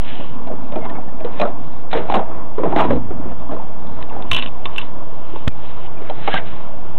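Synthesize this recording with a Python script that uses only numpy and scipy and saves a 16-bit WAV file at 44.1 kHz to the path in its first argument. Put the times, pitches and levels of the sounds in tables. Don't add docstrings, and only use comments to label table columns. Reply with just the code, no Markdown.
import sys
import numpy as np
from scipy import signal
from scipy.io import wavfile

SR = 44100
rng = np.random.default_rng(int(sys.argv[2]) if len(sys.argv) > 2 else 0)


def file_out(sig):
    cols = np.atleast_2d(sig).T
    lim = np.clip(cols, -1, 1)
    pcm = np.round(lim * 32767).astype(np.int16)
    wavfile.write(sys.argv[1], SR, pcm)


def boost(x):
    u = np.asarray(x, float) / 20
    return 10 ** u


N = 307947


def unit(x):
    return x / np.sqrt(np.mean(x ** 2) + 1e-20)


def in_time(rows):
    time_s, level_db = np.transpose(rows)
    return boost(np.interp(np.arange(N) / SR, time_s, level_db))


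def at_hz(points, hz):
    point_hz, level_db = np.transpose(points)
    return np.interp(np.log(hz), np.log(point_hz), level_db)


def above(x, hz):
    return signal.sosfilt(signal.butter(3, hz, "high", fs=SR, output="sos"), x)


def drift(rate_hz):
    r = np.exp(-80 * np.pi * rate_hz / SR)
    noise = rng.standard_normal(N // 40 + 2002)
    slow = signal.lfilter([1], [1, -2 * r, r * r], noise)[2000:]
    return np.interp(np.arange(N) / 40, np.arange(len(slow)), unit(slow))


def ring(clicks, hz, t60_s):
    r = boost(-60 / (t60_s * SR))
    w = 2 * np.pi * hz / SR
    return signal.lfilter([0, np.sin(w)], [1, -2 * r * np.cos(w), r * r], clicks + 1e-18)


def chatter(per_s, spread_db):
    sizes = boost(spread_db * np.minimum(rng.exponential(1, N), 4))
    signs = rng.choice([-1, 1], N)
    return sizes * signs * (rng.random(N) < per_s / SR)


def sheet(level, contacts, spectrum, span_hz, cycles, count):
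    pitches = np.geomspace(*span_hz, count) * rng.uniform(0.906, 1.033, count)
    dealt = rng.integers(0, 4, N)

    def rings(x):
        total = 0
        for k, hz in enumerate(pitches):
            mode = ring(x * (dealt == k % 4), hz, cycles / hz)
            total = total + boost(at_hz(spectrum, hz)) * hz * mode
        return total
    return rings(contacts * level) / np.std(rings(contacts))


def swells(rows, share=1):
    t = np.arange(0, N + 16, 16) / SR
    peak_s, level_db, rise, fall = np.transpose(rows)[:, :, None]
    before = (peak_s - t) / rise.clip(.002)
    after = (t - peak_s) / fall.clip(.002)
    loss_db = 10 * np.where(t < peak_s, before, after) / share
    power = np.sum(boost(2 * (level_db - loss_db)), axis=0)
    return np.interp(np.arange(N) / SR, t, np.sqrt(power))


def add_at(out, start_s, sound):
    i = round(start_s * SR)
    out[i:i + len(sound)] += sound


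# start_s, level_db (peak), pitch_hz (main ring), clank_db (relative)
LIFT_HITS = [(0.208, -23, 574, -26), (0.471, -24, 757, -13), (0.513, -19, 380, -33.5),
             (0.72, -22, 591, -10), (0.757, -12, 625, -21), (0.859, -29.5, 394, -10), (0.896, -31, 683, -3),
             (1.206, -19.5, 630, -16), (1.246, -14, 485, -14.5), (1.398, -9.5, 600, -12.5),
             (1.414, -6, 587, -11), (1.451, -13, 570, -26), (1.474, -17, 612, -18)]
TIP_HITS = [
    (1.929, -11, 760, -11.5),
    (1.947, -12, 695, -15),
    (1.972, -13, 485, -12.5),
]
CATCH_HITS = [
    (2.0985, -4, 797, -22),
    (2.1205, -4.5, 790, -19.5),
]
FALL_HITS = [(2.14, -5, 769, -12), (2.152, -7, 721, -13.5), (2.164, -7.5, 733, -22.5),
             (2.192, -12.5, 780, -19.5), (2.219, -17.5, 630, -37), (2.58, -13, 423, -27.5),
             (2.633, -11, 596, -44), (2.654, -12.5, 623, -28.5), (2.722, -19, 497, -21),
             (2.76, -4, 668, -17), (2.784, -6, 842, -17), (2.801, -11.5, 684, -17.5),
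             (2.819, -8, 980, -20.5), (2.844, -12.5, 985, -26), (2.903, -9.5, 426, -29),
             (2.93, -13, 527, -36.5), (2.958, -14, 356, -29.5), (3.106, -14, 349, -40),
             (3.52, -15, 296, -28), (3.571, -37, 580, -31.5)]
HEEL_HITS = [
    (5.358, -19, 880, -11.5),
    (6.019, -19, 374, -28.5),
    (6.097, -11.5, 784, -13),
    (6.275, -1, 801, -16.5),
    (6.339, -7, 768, -8.5),
]


def all_blows():
    phases_t60_s = [(LIFT_HITS, 0.12), (TIP_HITS, 0.089), (CATCH_HITS, 0.038), (FALL_HITS, 0.089), (HEEL_HITS, 0.05)]
    return [(*row, t60_s) for rows, t60_s in phases_t60_s for row in rows]


def blows():
    out = np.zeros(N)
    t = np.arange(SR // 5) / SR
    rise_s = .0003
    for start_s, level_db, pitch_hz, clank_db, t60_s in all_blows():
        luck = rng.random((4, 24))
        near_hz = pitch_hz * 2 ** (1.1 * luck[0, 1:10] - .65)
        bright_hz = 1400 + 200 * (np.arange(14) + luck[0, 10:])
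        tones = np.r_[pitch_hz, near_hz, bright_hz][:, None]
        gains = boost(np.r_[-4.0, -12.0 - 8 * luck[1, 1:10], clank_db - 8.0 - 8 * luck[1, 10:]])
        decays = np.r_[t60_s, t60_s * (.4 + .5 * luck[2, 1:10]), .015 + .02 * luck[2, 10:]][:, None]
        age = np.maximum(t - 0.002486 * luck[3, :, None], 0)
        envelope = boost(-60 * age / decays) * (1 - np.exp(-age / rise_s))
        add_at(out, start_s, -boost(level_db) * (gains @ (np.sin(2 * np.pi * tones * age) * envelope)))
    return above(out, 260)


# start_s, level_db (peak), pitch_hz, t60_s (time to fade by 60 dB)
BETWEEN_RINGS = [(1.428, -13, 713, .06), (1.43, -18.5, 1190, 0.043), (1.485, -17.5, 700, 0.056),
                 (1.955, -14.5, 448, .1), (1.985, -18.5, 399, .1), (2.004, -23, 500, .07),
                 (2.088, -16, 700, 0.045), (2.134, -19, 805, 0.045), (2.158, -16, 348, .08),
                 (2.175, -17, 588, 0.042), (2.213, -18, 646, 0.074), (2.588, -25, 1000, .06),
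                 (2.596, -17.5, 518, 0.096), (2.634, -14.5, 1003, .06), (2.633, -13.5, 302, 0.061),
                 (2.644, -12.5, 429, .07), (2.661, -14, 715, .05), (2.671, -12, 352, .06),
                 (2.716, -22, 752, .1), (2.724, -19, 735, .07), (2.733, -13.5, 813, 0.056),
                 (2.734, -15, 348, .07), (2.753, -18.5, 1000, .05), (2.764, -10.5, 321, .1),
                 (2.775, -11, 878, .06), (2.794, -10.5, 1200, 0.074), (2.807, -9.5, 988, .06),
                 (2.848, -14, 299, 0.087), (2.858, -20, 980, .05), (2.904, -14.5, 1000, 0.058),
                 (2.905, -7, 560, .06), (2.917, -8.5, 559, 0.076), (2.924, -11, 260, 0.11),
                 (2.932, -11.5, 513, 0.062), (2.95, -15, 480, 0.073), (2.614, -18, 332, .07),
                 (2.685, -20, 398, .08), (2.954, -16, 298, .08), (2.97, -16, 260, 0.077),
                 (3.054, -25, 296, .07), (3.197, -20, 280, 0.076), (3.257, -22.5, 357, 0.056),
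                 (3.493, -21.5, 260, 0.13), (3.516, -22.5, 602, 0.075), (3.545, -24, 394, 0.07),
                 (3.926, -26, 264, 0.046)]
MORE_RINGS = [(.483, -27, 783, 0.058), (.5, -21, 638, 0.079), (.508, -24, 512, 0.067),
              (.535, -25.5, 454, .06), (.736, -20, 620, .05), (.762, -19, 331, .08),
              (.785, -23, 452, .07), (.826, -22, 644, .06), (.862, -26.5, 1000, 0.1),
              (.885, -33, 1000, 0.11), (.908, -31, 980, .06), (.9, -26.5, 680, .1),
              (.985, -23.5, 750, .06), (3.493, -24, 1056, 0.051), (3.497, -25, 696, .06),
              (3.565, -24.5, 1050, 0.056), (3.598, -25, 900, .06), (3.57, -26, 498, .07)]
SMALL_KNOCKS = [(1.203, -36, 2390, 0.02), (1.338, -39, 2400, .025), (1.415, -15.5, 1100, .06),
                (1.452, -20, 1294, 0.046), (.722, -38, 2490, 0.024), (.757, -34.5, 2420, 0.0294),
                (.846, -22, 643, 0.036), (2.193, -17, 810, .03), (4.7815, -11.5, 2737, 0.032),
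                (4.3665, -18.5, 2680, 0.027), (2.828, -15, 802, 0.042), (2.85, -16, 450, 0.046),
                (1.94, -15.5, 905, 0.054), (2.145, -13, 1057, .07), (3.871, -37, 3520, 0.0094),
                (4.027, -30, 1740, .02), (4.165, -26, 802, .07), (4.2, -26, 1000, .05),
                (4.25, -27.5, 1000, .04), (4.66, -20, 1080, 0.044), (4.782, -24.5, 1600, .02),
                (5.335, -23.5, 347, 0.089), (6.099, -15, 644, 0.031), (6.109, -20, 745, 0.033),
                (6.015, -27, 448, 0.047), (1.398, -23.5, 2476, .025), (1.413, -19.5, 2480, 0.032),
                (4.111, -23, 910, 0.053), (4.244, -28, 301, 0.048), (4.315, -17.5, 99.3, 0.1194),
                (4.316, -18, 1054, 0.054), (4.414, -29.5, 2700, .025), (4.431, -23, 1050, 0.041),
                (4.482, -33, 2600, .015), (5.36, -26, 500, 0.046), (6.28, -13.5, 790, 0.016),
                (6.2861, -14.5, 805, 0.045), (6.34, -14, 160, 0.062), (6.343, -10, 1198, .025),
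                (6.354, -15.5, 780, .04), (6.352, -28.5, 3040, .05), (6.28, -17.5, 1270, 0.028),
                (6.279, -19.5, 2210, .03), (6.34, -20.5, 3000, 0.018), (6.342, -21, 2090, .02),
                (6.385, -21, 746, .03)]


def panel_rings():
    out = np.zeros(N)
    t = np.arange(SR // 6) / SR
    rise_cycles, twin_ratio, twin_db = 1.1, 1.09, -8.5
    for start_s, level_db, hz, t60_s in list(BETWEEN_RINGS) + list(MORE_RINGS) + list(SMALL_KNOCKS):
        swell = 1 - np.exp(-t * hz / rise_cycles)
        main = np.sin(2 * np.pi * hz * t)
        twin = boost(twin_db) * np.sin(2 * np.pi * twin_ratio * hz * t)
        fade = boost(level_db + 2.0 - 60 * t / np.clip(t60_s, .01, .2))
        add_at(out, start_s, -fade * swell * (main + twin))
    return out


def aftershake():
    out = np.zeros(N)
    t = np.arange(SR // 3) / SR
    for start_s, level_db, _, _, t60_s in all_blows():
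        add_at(out, start_s, boost(level_db - 9.5 - 60 * t / (1.59 * t60_s)))
    return out


# peak_s, level_db (panels), rise and fall (s per 10 dB), clank_db (edges, relative)
HEAVES = [(0.198, -29.5, -0.27, -0.5, -11), (0.49, -33, 0.1, -0.23, -11), (0.725, -29, -0.3, 0.13, -11),
          (0.856, -22, 0.02, 0.01, -6), (0.96, -28, 0.13, 0.07, -21), (1.256, -32, 0.03, 0.1, -3),
          (1.402, -33, 0.2, -0.13, -0.5), (1.932, -27, -0.0056, 0.0065, 14), (1.95, -17.5, 0, 0.1029, 0),
          (2.085, -25, 0, 0, -5), (2.15, -18.5, 0.0056, 0.0461, -5.5), (2.39, -27.5, 0.25, 0.05, -25),
          (2.582, -24, -0.04, 0.11, -14), (2.64, -21.5, -0.02, 0.05, -16),
          (2.73, -17.5, 0.05, -0.03, -14.5), (2.8, -11, 0.0344, 0.03, -3),
          (2.908, -17, 0.0541, 0.0159, -13.5), (3.112, -32, 0, -0.06, -15),
          (3.328, -30.5, 0.26, -0.44, -10.5), (3.51, -25, 0, 0.08, -14)]
DROPS_AND_KICKS = [(4.028, -35, 0.23, -0.42, -2), (4.12, -27.5, -0.25, 0.15, -16),
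                   (4.225, -36.5, 0.5, 0, -2.5), (4.316, -30, -0.06, 0.08, 7.5),
                   (4.654, -35, -0.15, 0.28, -1.5), (5.352, -28, 0, 0, -15), (6.02, -38.5, 0.1, -1.1, -6.5),
                   (6.1, -39, 0.26, -0.3, 8.5), (6.29, -36.5, 0.23, 0.5, 9), (6.387, -26.5, 0.0559, 0.04, 9)]
# peak_s, level_db, rise and fall (s per 10 dB)
BOX_THUDS = [(.8, -33.5, 0, 0), (1.256, -31, -0.13, -0.07), (2.652, -24.5, -0.08, 0.33),
             (2.9, -16, 0.05, 0.07), (2.95, -19, 0.02, 0.05), (3.06, -23.5, 0.1, 0.2),
             (3.222, -30.5, 0, 0.28), (4.03, -31, 0.36, 0), (4.312, -26.5, 0.08, 0.15),
             (6.348, -26.5, -0.15, -0.96)]


def shudder():
    peak_s, level_db, rise, fall, clank_db = np.transpose(list(HEAVES) + list(DROPS_AND_KICKS))
    jiggle_db, boom_db = -42, -9.5
    panel = np.hypot(swells(np.c_[peak_s, level_db, rise, fall]), boost(jiggle_db))
    clank = swells(np.c_[peak_s, level_db + clank_db, rise, fall], share=0.45)
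    boom = np.hypot(boost(boom_db) * panel, swells(BOX_THUDS))
    return panel, clank, boom


# pitch_hz, level_db (per Hz)
PANEL_COLOUR = [(100, -40.5), (170, 0.5), (463, 3.5), (730, 6), (793, 2), (860, 8.5), (909, -4.5),
                (1100, -7.5), (1500, -25.5), (1950, -47.5), (3300, -120)]
EDGE_COLOUR = [(820, -24.5), (1400, 4), (1750, -9), (1880, -3), (2180, -9), (3710, -20.5), (4160, -18),
               (5410, -51), (9150, -120)]
# pitch_hz, level_db, t60_s
BOX_MODES = [
    (51, -6.5, .3),
    (59.9, 3, 0.59),
    (92, 1.5, 0.17),
    (118.3, -8.5, 0.29),
    (166.7, 2.5, 0.052),
]


def bin_rattle():
    panel, clank, boom = shudder()
    panel = np.hypot(panel, aftershake())
    panels = sheet(panel, chatter(6000, spread_db=1.5), PANEL_COLOUR, (180, 1500), cycles=19.0, count=24)
    edges = sheet(clank, chatter(6000, spread_db=3.5), EDGE_COLOUR, (1250, 4300), cycles=8.2, count=20)
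    box = 0
    for hz, level_db, t60_s in BOX_MODES:
        push = rng.standard_normal(N)
        box = box + boost(level_db) * ring(push * boom, hz, t60_s) / np.std(ring(push, hz, t60_s))
    return boost(-2.5) * above(panels, 186) + boost(-8.5) * above(edges, 1300) + boost(-12.0) * box


# peak_s, level_db, rise and fall (s per 10 dB)
GRINDS = [(1.413, -36, 0.05, 0.015), (1.915, -31, .006, 0.02), (1.931, -20, -0.0035, 0.01),
          (1.972, -32, 0.0155, 0.0253), (2.122, -32, 0.03, -0.01), (2.145, -26, .004, 0.0231),
          (2.766, -29.5, -0.02, 0.03), (2.8, -27, 0.01, 0.02), (2.842, -30.5, 0.01, 0.02),
          (2.91, -39.5, .006, 0.05), (4.335, -30.5, .005, 0.02), (4.66, -31.5, -0.08, 0),
          (.06, -40.5, -0.15, 0.17), (4.385, -25, 0.02, 0.01), (5.7, -44.5, 0.16, 0.1),
          (6.46, -42.5, -0.07, 0.15), (4.438, -33, 0.0156, .015), (4.79, -34, -0.01, 0.05),
          (6.31, -34, 0.04, .04), (6.38, -26, 0.1, -0.5)]
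# pitch_hz, level_db (per Hz)
GRIND_COLOUR = [(1200, -7.5), (1900, 0), (2800, 0), (3600, -1), (4300, -2.5)]


def rasps():
    contacts = chatter(14000, spread_db=1.5)
    return above(sheet(swells(GRINDS), contacts, GRIND_COLOUR, (1400, 4400), cycles=4.1, count=12), 1100)


# centre_s, level_db, pitch_hz, length_s
HINGE_SQUEAKS = [(0.11, -44, 1673, 0.04), (0.842, -43, 2120, 0.057), (0.9, -39.5, 1730, .02),
                 (0.962, -44, 2260, 0.023), (0.963, -46, 1760, 0.018), (1.09, -46, 1750, 0.017),
                 (5.51, -48, 2400, 0.037), (5.98, -47, 2430, 0.017), (6.333, -25.5, 1630, 0.021),
                 (6.368, -19.5, 1590, 0.016), (6.38, -21.5, 2014, 0.008)]


def squeaks():
    t = np.arange(N) / SR
    phase = 2 * np.pi * np.cumsum(1 + 0.02 * drift(41)) / SR
    out = np.zeros(N)
    for centre_s, level_db, hz, length_s in HINGE_SQUEAKS:
        swell = np.exp(-np.abs((t - centre_s) / (length_s / 2)) ** 4.3)
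        out += boost(level_db) * swell * np.sin(hz * phase)
    return boost(3.4 * drift(210)) * out


# pitch_hz, level_db, t60_s
SCRAP_MODES = [(1000, -5, 0.087), (1080, -3, 0.07), (1575, -35, .03), (2000, -14.5, 0.0169),
               (2330, -1, 0.013), (2390, 0.5, 0.0642), (2600, -5, 0.093), (2708, 3.5, 0.081),
               (3000, -6, 0.032), (2990, 3.5, 0.076), (3220, -9.5, 0.0076), (3000, 13, 0.0068),
               (3330, 0, 0.035), (3350, -1.5, 0.054), (3573, -1, 0.12), (4030, 0, 0.032), (3770, 3, 0.051),
               (4330, 0.5, 0.018)]
# start_s, level_db (peak), bright_hz (brightest ring), low_db (low ring, relative), share (of ring time)
SCRAP_BOUNCES = [(4.026, -20.5, 2900, -29, 0.2), (4.0965, -36, 2500, 10, 0.75),
                 (4.224, -22.5, 3700, -13, 0.16), (4.3145, 2.5, 3220, -15, .3), (4.3309, -5, 3480, -16, .6),
                 (4.3372, -17, 2990, -6, .7), (4.346, -7, 2780, -9, .6), (4.364, -4.5, 2710, -17, .65),
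                 (4.378, -12.5, 3520, -19, .35), (4.383, -14.5, 2700, -18.5, .3),
                 (4.3883, -13.5, 2800, -13, .45), (4.3956, -16, 2690, -9, 0.57),
                 (4.4242, -10, 2960, -11, .4), (4.433, -25, 3190, -9, 0.7), (4.4605, -13, 2760, -28.5, 0.2),
                 (4.4735, -21, 3500, -9, 0.15), (4.483, -27, 2700, -8, .15), (4.6556, -8, 3030, -16.5, 0.3),
                 (4.761, -22.5, 3160, -1, 0.5), (4.7829, -15, 2600, -14.5, .35),
                 (4.792, -20, 2920, -7.5, 0.39), (4.814, -22, 3000, -14, .5)]


def scrap():
    out = np.zeros(N)
    t = np.arange(SR // 8) / SR
    hz, mode_db, t60_s = np.transpose(SCRAP_MODES)
    focus_db = 18
    for start_s, level_db, bright_hz, low_db, share in SCRAP_BOUNCES:
        luck = rng.random((2, len(hz)))
        near_db = np.where(hz < 1300, low_db + 5.5, -6.0 - focus_db * np.abs(np.log2(hz / bright_hz)))
        age = np.maximum(t - 0.000922 * luck[0, :, None], 0)
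        fade = boost(-60 * age / (share * t60_s[:, None]))
        gains = boost(level_db + mode_db + near_db - 13.3 * luck[1])
        add_at(out, start_s, gains @ (np.sin(2 * np.pi * hz[:, None] * age) * fade))
    return out


def cracks():
    out = np.zeros(N)
    for start_s, level_db, bright_hz, *_ in SCRAP_BOUNCES:
        click = np.zeros(400)
        click[0] = boost(level_db - 8.0)
        add_at(out, start_s, ring(click, 1.4 * bright_hz, 0.0048))
    return out


# peak_s, level_db, rise and fall (s per 10 dB)
SOLE_SCUFFS = [(.08, -33.5, 0, 0.06), (.045, -37, -0.1, 0.07), (.2, -39.5, 0.3, 0.1),
               (4.385, -31, 0.05, 0.0357), (4.425, -35.5, 0.08, 0.04), (4.675, -52.5, 0.3, -0.2),
               (4.782, -39, 0.06, 0.04), (5.39, -46.5, 0.28, 0.13), (5.662, -43, 0.06, 0),
               (5.87, -43.5, 0.12, -0.04), (6.265, -46.5, -0.06, -0.15), (6.34, -27.5, 0.0455, -0.06),
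               (6.387, -29.5, 0.0765, -0.06), (6.458, -47, -1.15, 0.26)]
# pitch_hz, level_db (per Hz)
GRIT_COLOUR = [(1800, -23.5), (2300, -9), (3000, 5), (3600, -8.5), (4200, -10.5)]


def scuffs():
    grains = chatter(6000, spread_db=3.0)
    grit = sheet(swells(SOLE_SCUFFS), grains, GRIT_COLOUR, (1900, 4300), cycles=17.0, count=16)
    return boost(-2.5) * above(grit, 1500)


def camera_tap():
    tap_s, tap_db = 5.4762, 6
    t = np.arange(N) / SR - tap_s
    swing = np.interp(t, [0, .0003, .0018, .003, .0072, .0085, .015, .0165, .019, .026],
                      [0, -.8, -.45, .1, .25, 0, -.01, .07, -.05, 0])
    buzz = unit(above(rng.standard_normal(N), 1200))
    buzz_gain = 0.26 * np.interp(t, [.0015, .003, .005, .007], [0, 1, 1.0, 0], 0, 0)
    return boost(tap_db) * (swing + buzz_gain * buzz)


# time_s, level_db
WALL_HUM_LEVEL = [(0.0, -37.5), (0.64, -28), (1.3, -34), (2.2, -42.5), (3.5, -35.5), (4.2, -49), (6.98, -47)]


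def drone():
    once = ring(rng.standard_normal(N), 250, 0.028)
    level = np.hypot(in_time(WALL_HUM_LEVEL), boost(-2) * swells(BOX_THUDS))
    return boost(-6.5) * level * unit(ring(once, 250, 0.028))


# pitch_hz, level_db (per Hz)
TRAFFIC_COLOUR = [(16, -34), (28, -4.5), (43, -14.5), (142, -10.5), (193, -15), (222, -16), (401, -18),
                  (472, -20.5), (555, -16.5), (981, -16.5), (1730, -40), (2710, -37), (3600, -41.5),
                  (4680, -72), (7920, -120)]


def traffic():
    out = 0
    together = drift(1.5)
    edges_hz = 22 * 2 ** np.arange(0, 8, 1 / 3)
    white = rng.standard_normal((2, N + SR))
    for k, (low, high) in enumerate(zip(edges_hz, edges_hz[1:])):
        band_filter = signal.butter(2, [low, high], "band", fs=SR, output="sos")
        band = signal.sosfilt(band_filter, white[k % 2])[SR:]
        colour_db = at_hz(TRAFFIC_COLOUR, min(np.sqrt(low * high), 3600))
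        out = out + band * boost(colour_db + together / 2 + 2.1 * drift(6))
    return boost(-35.5) * unit(out)


def scene():
    near = blows() + panel_rings() + bin_rattle() + rasps() + squeaks() + scrap() + cracks() + scuffs()
    far = camera_tap() + drone() + traffic()
    for lag_s, echo_db in [(.0045, -25), (.017, -20.5)]:
        near = near + boost(echo_db) * np.r_[np.zeros(int(lag_s * SR)), near][:N]
    return (near + far)[None]


def converter(x):
    camera_hz = 8000
    common = np.gcd(SR, camera_hz)
    up, down = SR // common, camera_hz // common
    taps = signal.firwin(24 * up + 1, 4500, window=("kaiser", 6), fs=SR * down)
    low = signal.resample_poly(x, down, up, axis=1, window=taps)
    low = np.clip(low, -.47, 0.25)
    return signal.resample_poly(low, up, down, axis=1, window=taps)[:, :N]


def band_limit(x):
    return signal.sosfilt(signal.butter(12, 16500, fs=SR, output="sos"), x)


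def record(dry):
    since_s = np.arange(N) / SR - 5.4762 - .009
    ducked = dry * boost(-9.0 * (since_s > 0) * np.exp(-np.abs(since_s) / 0.024))
    held = converter(ducked)
    held = held + 0.12 * signal.lfilter(*signal.iirpeak(3260, 1.5, fs=SR), held)
    cutoff_hz, offset, ceiling, knee = 3932, .4654, .714, 0.0081
    taps = signal.firwin(141, cutoff_hz, window=("kaiser", 8), fs=SR)
    narrow = signal.fftconvolve(held, taps[None], "same") + offset
    rounded = ceiling - knee * np.logaddexp(0, (ceiling - narrow) / knee)
    return band_limit(rounded)


dry = scene()
out = record(dry)
file_out(out)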